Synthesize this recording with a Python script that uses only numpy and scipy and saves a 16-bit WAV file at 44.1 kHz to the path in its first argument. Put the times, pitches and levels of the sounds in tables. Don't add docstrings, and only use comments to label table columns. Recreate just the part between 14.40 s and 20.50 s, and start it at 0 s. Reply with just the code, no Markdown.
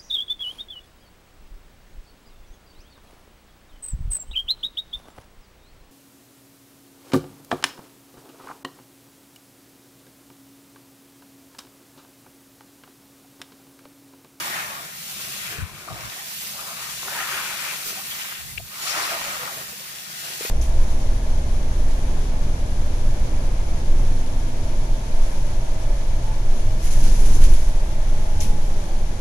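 import sys
import numpy as np
from scipy import signal
from scipy.fft import rfft, irfft
from scipy.io import wavfile
from scipy.ndimage import uniform_filter1d

SR = 44100
rng = np.random.default_rng(int(sys.argv[2]) if len(sys.argv) > 2 else 0)


def log_audio(samples):
    frames = np.atleast_2d(samples).T
    limited = np.clip(frames, -1, 1)
    pcm = np.round(limited * 32767).astype(np.int16)
    wavfile.write(sys.argv[1], SR, pcm)


N = 269010


def gain_of(db):
    return 10 ** (np.asarray(db) / 20)


def evened(x):
    return x / np.sqrt(np.mean(x ** 2) + 1e-20)


def read(points, hz):
    f, value = np.transpose(points)
    return np.interp(np.log(hz + 1), np.log(f + 1), value)


def along(rows, column):
    columns = np.transpose(rows)
    return np.interp(np.arange(N) / SR, columns[0], columns[column])


def sides(db):
    return gain_of(np.multiply.outer([0.5, -0.5], db))


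def add(mix, s, sound):
    part = mix[:, round(s * SR):][:, :sound.shape[1]]
    part += sound[:, :part.shape[1]]


def drift(per_s):
    t = np.arange(0, N + 64, 64) / SR
    slow = sum(np.sin(2 * np.pi * (f * t + rng.random())) for f in np.geomspace(3, per_s, num=24))
    return evened(np.interp(np.arange(N) / SR, t, slow))


def swelling(s, rise, fall, db):
    t = np.arange(0, N, 8) / SR - s
    level_db = db - 9 * (t / np.where(t < 0, rise, fall)) ** 2
    return np.repeat(gain_of(2 * level_db), 8)[:N]


def humps_db(rows):
    t = np.arange(N) / SR
    return sum(db * np.exp(-((t - s) / half) ** 2) for s, half, db in rows)


# (pitch_hz, share)
SAME_AT_PORTS = [(60, 0.91), (200, 0.94), (450, 0.78), (750, 0.87), (1200, 0.67), (1600, 0.48),
                 (2000, 0.22), (3300, 0.35), (6000, 0.24), (15000, 0.031)]


def port_pair(hz, shared_left, shared_right, private):
    alike = np.clip(read(SAME_AT_PORTS, hz), 0, 1)
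    return np.sqrt(alike) * np.array([shared_left, shared_right]) + np.sqrt(1 - alike) * private


# (pitch_hz, level_db per Hz)
HUM_COLOUR = [(15, -67), (25, -70), (35, -73), (48, -19), (70, -7), (102, -16), (139, -1), (205, -9),
              (221, -7), (272, -29), (330, -32.5), (430, -23), (730, -120)]
# (peak_s, half_length_s, level_db)
HUM_SWELLS = [
    (.0, 0.45, 2.5),
    (1.05, 0.4, 3),
    (1.75, .15, -4),
    (2.45, 0.68, 1.5),
    (3.9, 0.22, -3.5),
    (4.198, 0.17, 1.5),
    (5.14, 0.28, 3),
    (5.45, 0.14, -3.5),
]
# (pitch_hz, level_db, width_hz)
MOTOR_NOTE = (198, -64.5, 3.6)


def hum():
    hz = np.fft.rfftfreq(N, 1 / SR)
    shared, left, right = rfft(rng.standard_normal((3, N)))
    pair = port_pair(hz, shared, shared, np.array([left, right]))
    air = evened(irfft(pair * gain_of(read(HUM_COLOUR, hz)), N))
    air = air * gain_of(-54.5 + humps_db(HUM_SWELLS))
    note_hz, note_db, width = MOTOR_NOTE
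    motor = evened(irfft(pair / (1 + (2 * (hz - note_hz) / width) ** 2), N))
    return air + gain_of(note_db) * motor


# (pitch_hz, level_db per Hz)
GUST_COLOUR = [(20, -36), (40, 4), (70, -4.5), (82, 10), (160, -6.5), (300, -43)]
# (peak_s, rise_s, level_db, left_minus_right_db, pitch_factor)
WIND_PUFFS = [
    (1.12, 0.081, -50, -3, 1.2),
    (1.196, 0.018, -36.5, 1, 1.45),
    (1.232, 0.022, -28.5, 2, 1.28),
    (1.34, 0.092, -47.5, 1, 1.1),
    (1.53, 0.027, -35.5, 1, 1.47),
    (1.6, 0.066, -45, 1, 1.35),
    (1.672, 0.034, -38.5, -3, 1.4),
    (4.04, 0.047, -45.5, -2, 0.87),
    (4.13, 0.085, -45.5, 0, 1.23),
    (4.22, 0.067, -41.5, 1, 0.91),
]


def wind():
    hz = np.fft.rfftfreq(N, 1 / SR)
    out = np.zeros((2, N))
    white = rfft(rng.standard_normal((2, N)))
    for s, rise, db, pan, pitch in WIND_PUFFS:
        lumps = irfft(white * gain_of(read(GUST_COLOUR, hz / pitch)), N)
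        lumps /= np.sqrt(abs(uniform_filter1d(lumps ** 2, size=2500, axis=1)) + 1e-12)
        puff = swelling(s, rise, 0.69 * rise, db)
        out += lumps * np.sqrt(puff) * sides(pan)[:, None]
    return out


# (pitch_hz, late_ms)
LEFT_LATE = [(300, .02), (600, 0.048), (950, 0.24), (1300, 0.25), (1700, 0.35), (3000, 0.51),
             (5000, 0.5175)]
# (time_s, share of the delay)
HAND_BEARING = [(0.0, 1.35), (.5, 1.13), (.8, 1), (1.05, 0.71), (1.35, 0.09), (1.6, 0.97), (1.95, 1.07),
                (2.25, 0.63), (2.55, 0.65), (2.8, 0.094), (3.15, 0.26), (3.45, .6), (3.75, 0.85),
                (4.1, 0.86), (4.35, 0.58), (4.65, 0.81), (5.2, 1.18), (6.1, 1.38)]


def lag_s(hz, s):
    follows = np.clip((2300 - hz) / 800, 0, 1)
    bearing = np.interp(s, *np.transpose(HAND_BEARING))
    return read(LEFT_LATE, hz) / 1000 * (1 + follows * (bearing - 1))


def rings(rows, cycles):
    out = np.zeros((2, N))
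    t = np.arange(6000) / SR
    for s, db, hz, scuff_s, pan in rows:
        ring = t * gain_of(-120 * t * hz / cycles) * np.sin(2 * np.pi * hz * t)
        scuff = rng.standard_normal(len(t)) * (t < scuff_s)
        knock = signal.fftconvolve(ring, scuff)
        late = round(lag_s(hz, s) * SR)
        pair = np.array([np.roll(knock, late), knock]) / abs(knock).max()
        add(out, s, gain_of(db) * sides(pan)[:, None] * pair)
    return out


# (start_s, peak_db, pitch_hz, push_s, left_minus_right_db)
WIND_BLOWS = [
    (1.183, -31, 80, .002, 8),
    (1.223, -24, 85.5, .002, 11),
    (1.522, -33, 110, .002, -4),
    (4.16, -38.5, 58, .002, 4),
]


def buffets():
    return rings(WIND_BLOWS, cycles=8.7)


# (start_s, peak_db, pitch_hz, scuff_s, left_minus_right_db)
GRIP_KNOCKS = [
    (4.195, -37.5, 640, 0.0099, 3),
    (6.008, -26.5, 440, 0.00054, 3),
    (6.049, -25, 447, 0.00073, 2),
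    (6.0978, -26, 605, 0.0005, .3),
]
# (start_s, peak_db, pitch_hz, scuff_s, left_minus_right_db)
RING_CLICKS = [
    (4.1756, -25.5, 2550, .0004, 12),
    (4.178, -23, 2450, .0004, 12),
    (4.179, -29.5, 3550, .0004, 12),
    (4.1803, -22, 2650, .0004, 12),
    (4.179, -36, 4400, .001, 10),
    (4.1785, -36, 1600, .002, 8),
    (4.183, -32, 2800, .0004, 12),
]


def case_taps():
    return rings(GRIP_KNOCKS, cycles=10.6) + rings(RING_CLICKS, cycles=21)


# (start_s, peak_db, pitch_hz, scuff_s, left_minus_right_db)
SACK_RUBS = [(1.505, -38, 1160, 0.02, 3), (1.556, -44, 706, 0.013, 2), (1.78, -34, 1880, 0.026, -1),
             (2.065, -36, 1960, 0.0089, 2), (2.262, -39, 1100, .014, 3), (2.30, -41, 690, .03, 1),
             (2.655, -43, 398, .025, 0), (2.672, -36, 750, 0.016, 0), (2.64, -38, 1060, 0.018, 1),
             (2.72, -40, 640, 0.015, 0), (2.745, -35, 940, 0.026, 0), (2.795, -35, 786, .03, -4),
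             (2.915, -40.5, 377, .07, 1), (2.955, -43, 600, 0.015, 0), (3.05, -56, 403, 0.063, -1),
             (3.49, -38, 1350, .02, 2), (3.57, -38, 756, .03, -2), (3.605, -39, 1160, .02, -1),
             (3.70, -35, 1820, .02, 3), (4.187, -44, 3500, .003, 6), (4.193, -44, 4200, 0.0059, 4),
             (4.08, -40, 2052, 0.045, 1), (4.62, -29, 4200, .04, 5), (4.99, -38, 503, 0.053, 0),
             (5.055, -41, 520, 0.014, 0), (5.105, -41, 635, .02, 0), (5.17, -41, 654, 0.033, 4),
             (5.323, -45, 483, .008, -2), (1.10, -38, 1700, .06, 1), (1.17, -37, 1590, 0.049, -1),
             (1.76, -42, 763, 0.071, 1), (2.69, -37, 1500, .04, -3), (2.684, -37, 2100, 0.0018, 0),
             (2.632, -40, 1900, .002, -1), (4.34, -35, 2100, .02, 1), (5.65, -40, 1500, 0.14, 1),
             (5.78, -39, 1550, .1, 1), (1.0, -35, 2000, .1, -1), (2.19, -38, 1320, .04, 2)]


def rubs():
    return rings(SACK_RUBS, cycles=28)


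# (start_s, peak_db, pitch_hz, scuff_s, left_minus_right_db)
GAP_SCRAPES = [(.011, -33, 2230, .04, 2), (.101, -36, 1850, 0.034, 0), (.121, -38, 683, 0.019, 3),
               (.166, -31, 1700, 0.058, 5), (.236, -32, 1730, .02, 0), (1.056, -33, 2500, 0.032, 7),
               (1.076, -33, 1500, .03, -5), (1.483, -27.5, 1180, .004, 9), (1.496, -33.5, 1190, 0.04, 2),
               (1.498, -32.5, 680, 0.016, 0), (1.546, -36.5, 1280, .025, 4), (2.177, -34, 1250, .03, 8),
               (2.221, -40, 1200, 0.092, 1), (2.366, -38, 1270, 0.06, 7), (2.453, -36.5, 1250, 0.039, 7),
               (2.778, -27, 1620, 0.039, -6), (2.821, -28, 1880, .02, 5), (2.886, -30, 2410, 0.033, 2),
               (2.906, -34, 1500, 0.026, 2), (2.961, -35, 1500, 0.04, -2), (2.99, -28, 2500, 0.026, 6),
               (3.076, -31, 2430, 0.038, 0), (3.241, -27, 2300, 0.017, -2), (3.271, -28, 2520, 0.053, 6),
               (3.493, -33, 2620, 0.022, 3.5), (3.706, -28, 3200, .025, 3), (3.811, -26, 3000, .012, 5),
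               (4.456, -27, 1390, 0.021, -7), (4.486, -28, 1360, 0.013, -5), (4.491, -26, 5300, .025, 2),
               (4.566, -31, 1450, .02, 1), (4.576, -31, 1000, 0.024, -3), (4.601, -29, 2100, 0.023, -5),
               (4.641, -29, 1050, 0.026, 3), (4.704, -33, 2300, 0.017, 1), (4.706, -29.5, 675, 0.058, 0),
               (5.39, -43.5, 547, 0.015, 0)]


def scrapes():
    return rings(GAP_SCRAPES, cycles=20.4)


# (start_s, peak_db, pitch_hz, scuff_s, left_minus_right_db)
HEAP_SLIPS = [(1.4768, -30, 990, 0.0048, 2), (1.49, -39, 756, 0.12, 2), (2.135, -40, 740, 0.2, 1),
              (2.27, -40, 770, 0.044, 3), (2.367, -41.5, 800, 0.059, 2), (2.633, -54, 394, 0.031, 1.5),
              (3.92, -28, 1500, 0.0066, 3), (4.179, -43, 444, 0.0043, -1), (4.33, -37, 1260, 0.054, -5),
              (4.47, -23.5, 4970, 0.061, 8), (4.574, -35, 1190, .016, 1.5), (4.644, -39, 1300, .014, 3),
              (4.70, -43, 710, 0.15, 4), (6.0495, -25, 2300, 0.0011, 2), (6.054, -25, 2180, 0.0051, 2)]


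def slips():
    return rings(HEAP_SLIPS, cycles=8)


# (start_s, peak_db, pitch_hz, scuff_s, left_minus_right_db)
SEED_SNAPS = [(.92, -35, 3060, .002, 2), (1.607, -27, 5300, .002, 1.5), (1.653, -27, 6340, .002, 1.5),
              (1.698, -28, 3990, .002, 1), (2.014, -32, 6250, .002, 2.5), (2.369, -30, 1500, 0.0011, 5),
              (2.6305, -25, 1100, 0.001, 1), (2.6825, -20, 1460, 0.0018, -3), (2.791, -21, 1600, .002, 1.5),
              (2.807, -27, 1400, .004, -1), (2.826, -27, 1900, 0.0015, 1.5), (3.461, -32, 1380, .002, 0),
              (3.833, -26, 5830, .003, -1), (4.178, -44, 4600, .004, 11), (4.577, -26, 2500, 0.0046, 7),
              (4.653, -20, 2000, 0.0044, 1), (4.708, -20, 1800, 0.0015, 1), (4.815, -23, 1300, .002, 1),
              (4.847, -27, 1200, 0.0026, 7), (5.031, -24, 1300, 0.0026, 4), (5.053, -27, 1810, .0043, 6),
              (5.903, -33, 700, 0.0026, .5)]


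def snaps():
    return rings(SEED_SNAPS, cycles=5.5)


# (start_s, peak_db)
FLUNG_SEEDS = [
    (3.4615, -10),
    (3.6794, -36),
    (4.5736, -20),
]


def flicks():
    out = np.zeros((2, N))
    t = np.arange(6000) / SR
    for s, db in FLUNG_SEEDS:
        tick = rng.standard_normal((2, len(t))) * gain_of(-60 * t / 0.023)
        add(out, s, gain_of(db - 18) * tick)
    return out


# (time_s, speed_db, lightness_db, left_minus_right_db)
HAND_PATH = [(0.0, -36, -6, -2), (.2, -41.5, -1.5, 0.5), (.51, -45, -1, 0.5), (.7, -39, -1.5, 0),
             (1.07, -37.5, -3.5, 1), (1.25, -51, 0, 3), (1.52, -46, -5, 0), (1.95, -39, -1, -1),
             (2.3, -41.5, -1, 1), (2.56, -37.5, -3.5, 0.5), (3.3, -37, -2.5, 1.5), (3.8, -39, -1.5, -0.9),
             (4.25, -48.5, 1, 0), (4.45, -36.5, -4.5, -0.9), (4.9, -36.5, -6, 0), (5.3, -42, -2, -0.5),
             (5.68, -41.5, -3.5, 0.5), (6.1, -35.5, -3, 0)]
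# (deepest_s, rise_s, fall_s, force_db, depth_db)
FINGER_DIGS = [(.03, .1, 0.13, -37, -2.5), (.18, 0.11, 0.093, -34, -4), (.3, 0.049, 0.09, -39.5, -1),
               (1.09, 0.23, 0.1, -41, -23), (1.2, 0.12, 0.084, -43, -9.5), (1.61, 0.076, 0.21, -43, -2.5),
               (2.27, 0.15, 0.091, -54, 8.5), (2.47, 0.21, 0.074, -45, -3), (2.81, 0.12, 0.049, -35.5, -3),
               (2.96, 0.21, 0.12, -33.5, -5), (3.09, 0.086, 0.12, -37, -8.5), (3.27, 0.15, 0.14, -36, -7),
               (3.56, 0.16, 0.081, -45.5, -6), (3.76, 0.11, 0.19, -41.5, -10),
               (3.89, 0.099, 0.16, -40, -16), (4.5, 0.15, 0.067, -41, -3), (4.58, 0.085, 0.071, -32.5, -1),
               (4.65, 0.049, 0.1, -36.5, -1), (4.72, 0.055, 0.11, -36, 0.5), (4.87, 0.092, 0.082, -39, -9),
               (5.04, 0.44, 0.11, -39.5, 0), (5.9, 0.084, 0.058, -48, 0), (6.05, 0.063, 0.04, -42, -2.5),
               (.41, .08, 0.21, -46.5, -2),
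    (1.38, 0.3, 0.31, -49.5, -3.5),
    (5.21, 0.09, 0.13, -47.5, 0),
    (5.55, 0.25, 0.092, -50, -7),
]
# (peak_s, rise_s, fall_s, level_db, lightness_db)
TOP_SLIDES = [(.06, 0.043, 0.086, -41.5, -2), (1.61, 0.028, 0.21, -49, -14), (2.05, 0.14, 0.38, -42.5, -4),
              (3.48, 0.038, 0.041, -39, 2.5), (3.67, 0.021, 0.075, -52, 11), (3.82, 0.06, 0.07, -43, -13),
              (4.49, 0.12, 0.07, -36.5, -12), (4.6, 0.11, 0.15, -35.5, -22), (5.92, 0.16, 0.033, -42.5, -8),
              (4.1, .1, .1, -49.5, 1), (5.15, .12, .15, -52, 6), (1.1, .1, .08, -58, 4)]
# (peak_s, rise_s, fall_s, level_db)
SACK_SHIFTS = [
    (.0, .1, 0.19, -47.5),
    (.4, 0.26, .08, -53.5),
    (1.12, 0.034, 0.095, -51),
    (1.37, 0.16, 0.11, -63),
    (1.6, 0.4, 0.16, -55),
    (2.95, 0.049, 0.063, -61),
    (3.5, 0.08, 0.089, -53),
    (5.2, .12, 0.083, -53.5),
]
# (time_s, half_length_s, level_db)
CRUNCH_DIPS = [
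    (0.598, .06, -3.5),
    (1.98, 0.041, -7.5),
    (2.586, 0.045, -4),
    (3.7, 0.036, -2),
    (3.9, 0.13, -2.5),
    (4.28, 0.028, -1),
]


def touch():
    speed = gain_of(2 * along(HAND_PATH, column=1))
    lightness = gain_of(2 * along(HAND_PATH, column=2))
    dug = deep = slid = light_slid = 0
    for *swell, depth_db in FINGER_DIGS:
        power = swelling(*swell)
        dug = dug + power
        deep = deep + power * gain_of(2 * depth_db)
    for *swell, lightness_db in TOP_SLIDES:
        power = swelling(*swell)
        slid = slid + power
        light_slid = light_slid + power * gain_of(2 * lightness_db)
    crunch = deep + speed * gain_of(2 * -12.5)
    plough = dug + speed * gain_of(2 * -6.5)
    patter = speed + slid + dug * gain_of(2 * -10.5)
    fizz = speed * lightness + light_slid
    lingering = abs(uniform_filter1d(deep, round(0.04 * SR)))
    sack = lingering * gain_of(2 * -17.5) + speed * gain_of(2 * -21.5)
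    sack = sack + sum(swelling(*row) for row in SACK_SHIFTS)
    dipped = gain_of(2 * humps_db(CRUNCH_DIPS))
    return crunch * dipped, plough, patter, fizz, sack * dipped


# (time_s, palm_hz, fingers_hz)
HAND_HOLLOWS = [(0.0, 750, 1930), (.3, 750, 1790), (.7, 1040, 2540), (1.08, 1350, 2720), (1.5, 1190, 2270),
                (1.7, 800, 2220), (2.3, 1170, 2160), (2.78, 1450, 1790), (2.93, 1450, 2550),
                (3.35, 1400, 2280), (3.58, 800, 2500), (3.8, 1290, 3140), (4.2, 1206, 2410),
                (4.6, 1210, 1900), (4.72, 670, 2240), (5.2, 694, 1980), (5.6, 1250, 1950), (6.1, 700, 2170)]
# (width_hz, lift_db)
CUP_LIFT = [
    (400, 0.5),
    (550, 2.5),
    (1800, 3.5),
]


def hollows():
    palm, fingers = along(HAND_HOLLOWS, column=1), along(HAND_HOLLOWS, column=2)
    patter = 4750 - 0.41 * (fingers - fingers.mean())
    cups = [(hz, *cup) for hz, cup in zip((palm, fingers, patter), CUP_LIFT)]
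    return cups + 2 * [(np.ones(N), 1, 0)]


def at_ports(trains, colour, patch_db, hollow):
    hz, t, z = signal.stft(trains, SR, nperseg=1024)
    hz = hz[:, None]
    late = np.exp(-2j * np.pi * hz * lag_s(hz, t))
    pair = port_pair(hz, late * z[0], z[0], z[1:])
    patches = rng.standard_normal(z[0].shape)
    patches = uniform_filter1d(patches, size=5, axis=0)
    patches = evened(uniform_filter1d(patches, size=8, axis=1))
    centre, width, lift_db = hollow
    centre = centre[np.minimum(t * SR, N - 1).astype(int)]
    cup_db = lift_db / (1 + (2 * (hz - centre) / width) ** 2)
    gain = gain_of(read(colour, hz) + cup_db)
    gain = gain / np.sqrt(np.mean(gain ** 2, axis=0))
    coloured = pair * gain * gain_of(patch_db * patches)
    return evened(signal.istft(coloured, SR, nperseg=1024)[1][:, :N])


# (pitch_hz, level_db per Hz)
CRUNCH_COLOUR = [(350, -56), (560, -1), (680, -2), (900, 1.5), (1300, 6.5), (1600, 2), (2500, -41)]
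PLOUGH_COLOUR = [(700, -19.5), (1200, -6), (1500, 0.5), (1900, -0.5), (2500, -1.5), (2850, -3.5),
                 (3200, -5), (5000, -17)]
PATTER_COLOUR = [(1500, -24), (2700, 0.5), (3600, -1), (5000, -2), (6500, -2), (8500, -5), (11000, -5.5),
                 (16000, -24)]
FIZZ_COLOUR = [(6000, -14.5), (8500, -1.5), (10500, -2), (12500, 0), (14000, 0.5), (15500, -2),
               (17000, -38)]
SACK_COLOUR = [(150, -29), (240, -13), (320, 3), (420, 1), (540, -4.5), (700, 2.5), (1200, -49)]
# (collisions per second, size_spread_db, patchiness_db)
COLLISIONS = [
    (2880, -0.8, 2),
    (6060, 1.5, 1),
    (17470, 2, 1.25),
    (21700, -0.5, 1.5),
    (1500, 1, 2.35),
]


def seeds():
    out = np.zeros((2, N))
    surge = gain_of(0.44 * drift(14))
    place = along(HAND_PATH, column=3)
    high = place - place.mean()
    low = 0.48 * high
    pans = (low, high, high, high, low)
    colours = (CRUNCH_COLOUR, PLOUGH_COLOUR, PATTER_COLOUR, FIZZ_COLOUR, SACK_COLOUR)
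    layers = zip(colours, COLLISIONS, touch(), pans, hollows())
    for colour, (per_s, spread_db, patch_db), power, pan, hollow in layers:
        chance = rng.random((3, N)) * SR / per_s
        size = gain_of(spread_db * np.clip(-np.log(chance + 1e-9), 0, 3.5))
        clicks = size * rng.standard_normal((3, N)) * (chance < 1)
        out += at_ports(clicks, colour, patch_db, hollow) * np.sqrt(2 * power) * sides(pan)
    return out * surge


def scene():
    background = hum() + wind() + buffets() + case_taps()
    single_sounds = rubs() + scrapes() + slips() + snaps() + flicks()
    return background + single_sounds + seeds()


def band_limit(x):
    return signal.sosfilt(signal.butter(12, 16500, fs=SR, output="sos"), x)


# (pitch_hz, width_hz, lift_db)
PHONE_RESONANCES = [(688, 40, 2), (1004, 15, 3), (1850, 44, 4.5), (2550, 110, 0), (5300, 61, 2),
                    (6340, 140, 4.5), (6850, 60, 7.5), (12170, 200, 5),
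                    (12900, 280, 2.5), (13780, 220, 8), (14670, 190, 7), (15350, 180, 2.5)]
# (pitch_hz, left_minus_right_db)
PORT_BALANCE = [(60, 1.5), (130, 0), (270, -1), (740, -1.5), (1300, 1.5), (3300, 3.5), (6000, 2.5),
                (9000, 4), (11500, -1)]
# (pitch_hz, level_db)
LEFT_DULLNESS = [(11500, 0), (12400, -6), (13400, -10), (14200, -12), (14900, -14), (15100, -20),
                 (15600, -22)]


def record(dry):
    hz = np.fft.rfftfreq(N, 1 / SR)
    resonances = PHONE_RESONANCES
    lift_db = sum(db / (1 + (2 * (hz - f) / width) ** 2) for f, width, db in resonances)
    ports = sides(read(PORT_BALANCE, hz)) * gain_of([read(LEFT_DULLNESS, hz), 0 * hz])
    heard = irfft(rfft(dry) * gain_of(lift_db) * ports, N)
    thin_hz, edge_hz = 12000, 15590
    hz, _, z = signal.stft(heard, SR, nperseg=2048, noverlap=1024)
    band = uniform_filter1d(abs(z) ** 2, size=8, axis=1)
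    top = band[:, (hz > thin_hz) & (hz < edge_hz)].mean(axis=1).max(axis=0)
    strong = band > gain_of(2 * -11) * top
    kept = (strong | (hz < thin_hz)[:, None]) & (hz < edge_hz)[:, None]
    heard = signal.istft(z * kept, SR, nperseg=2048, noverlap=1024)[1][:, :N]
    return band_limit(heard)


dry = scene()
out = record(dry)
log_audio(out)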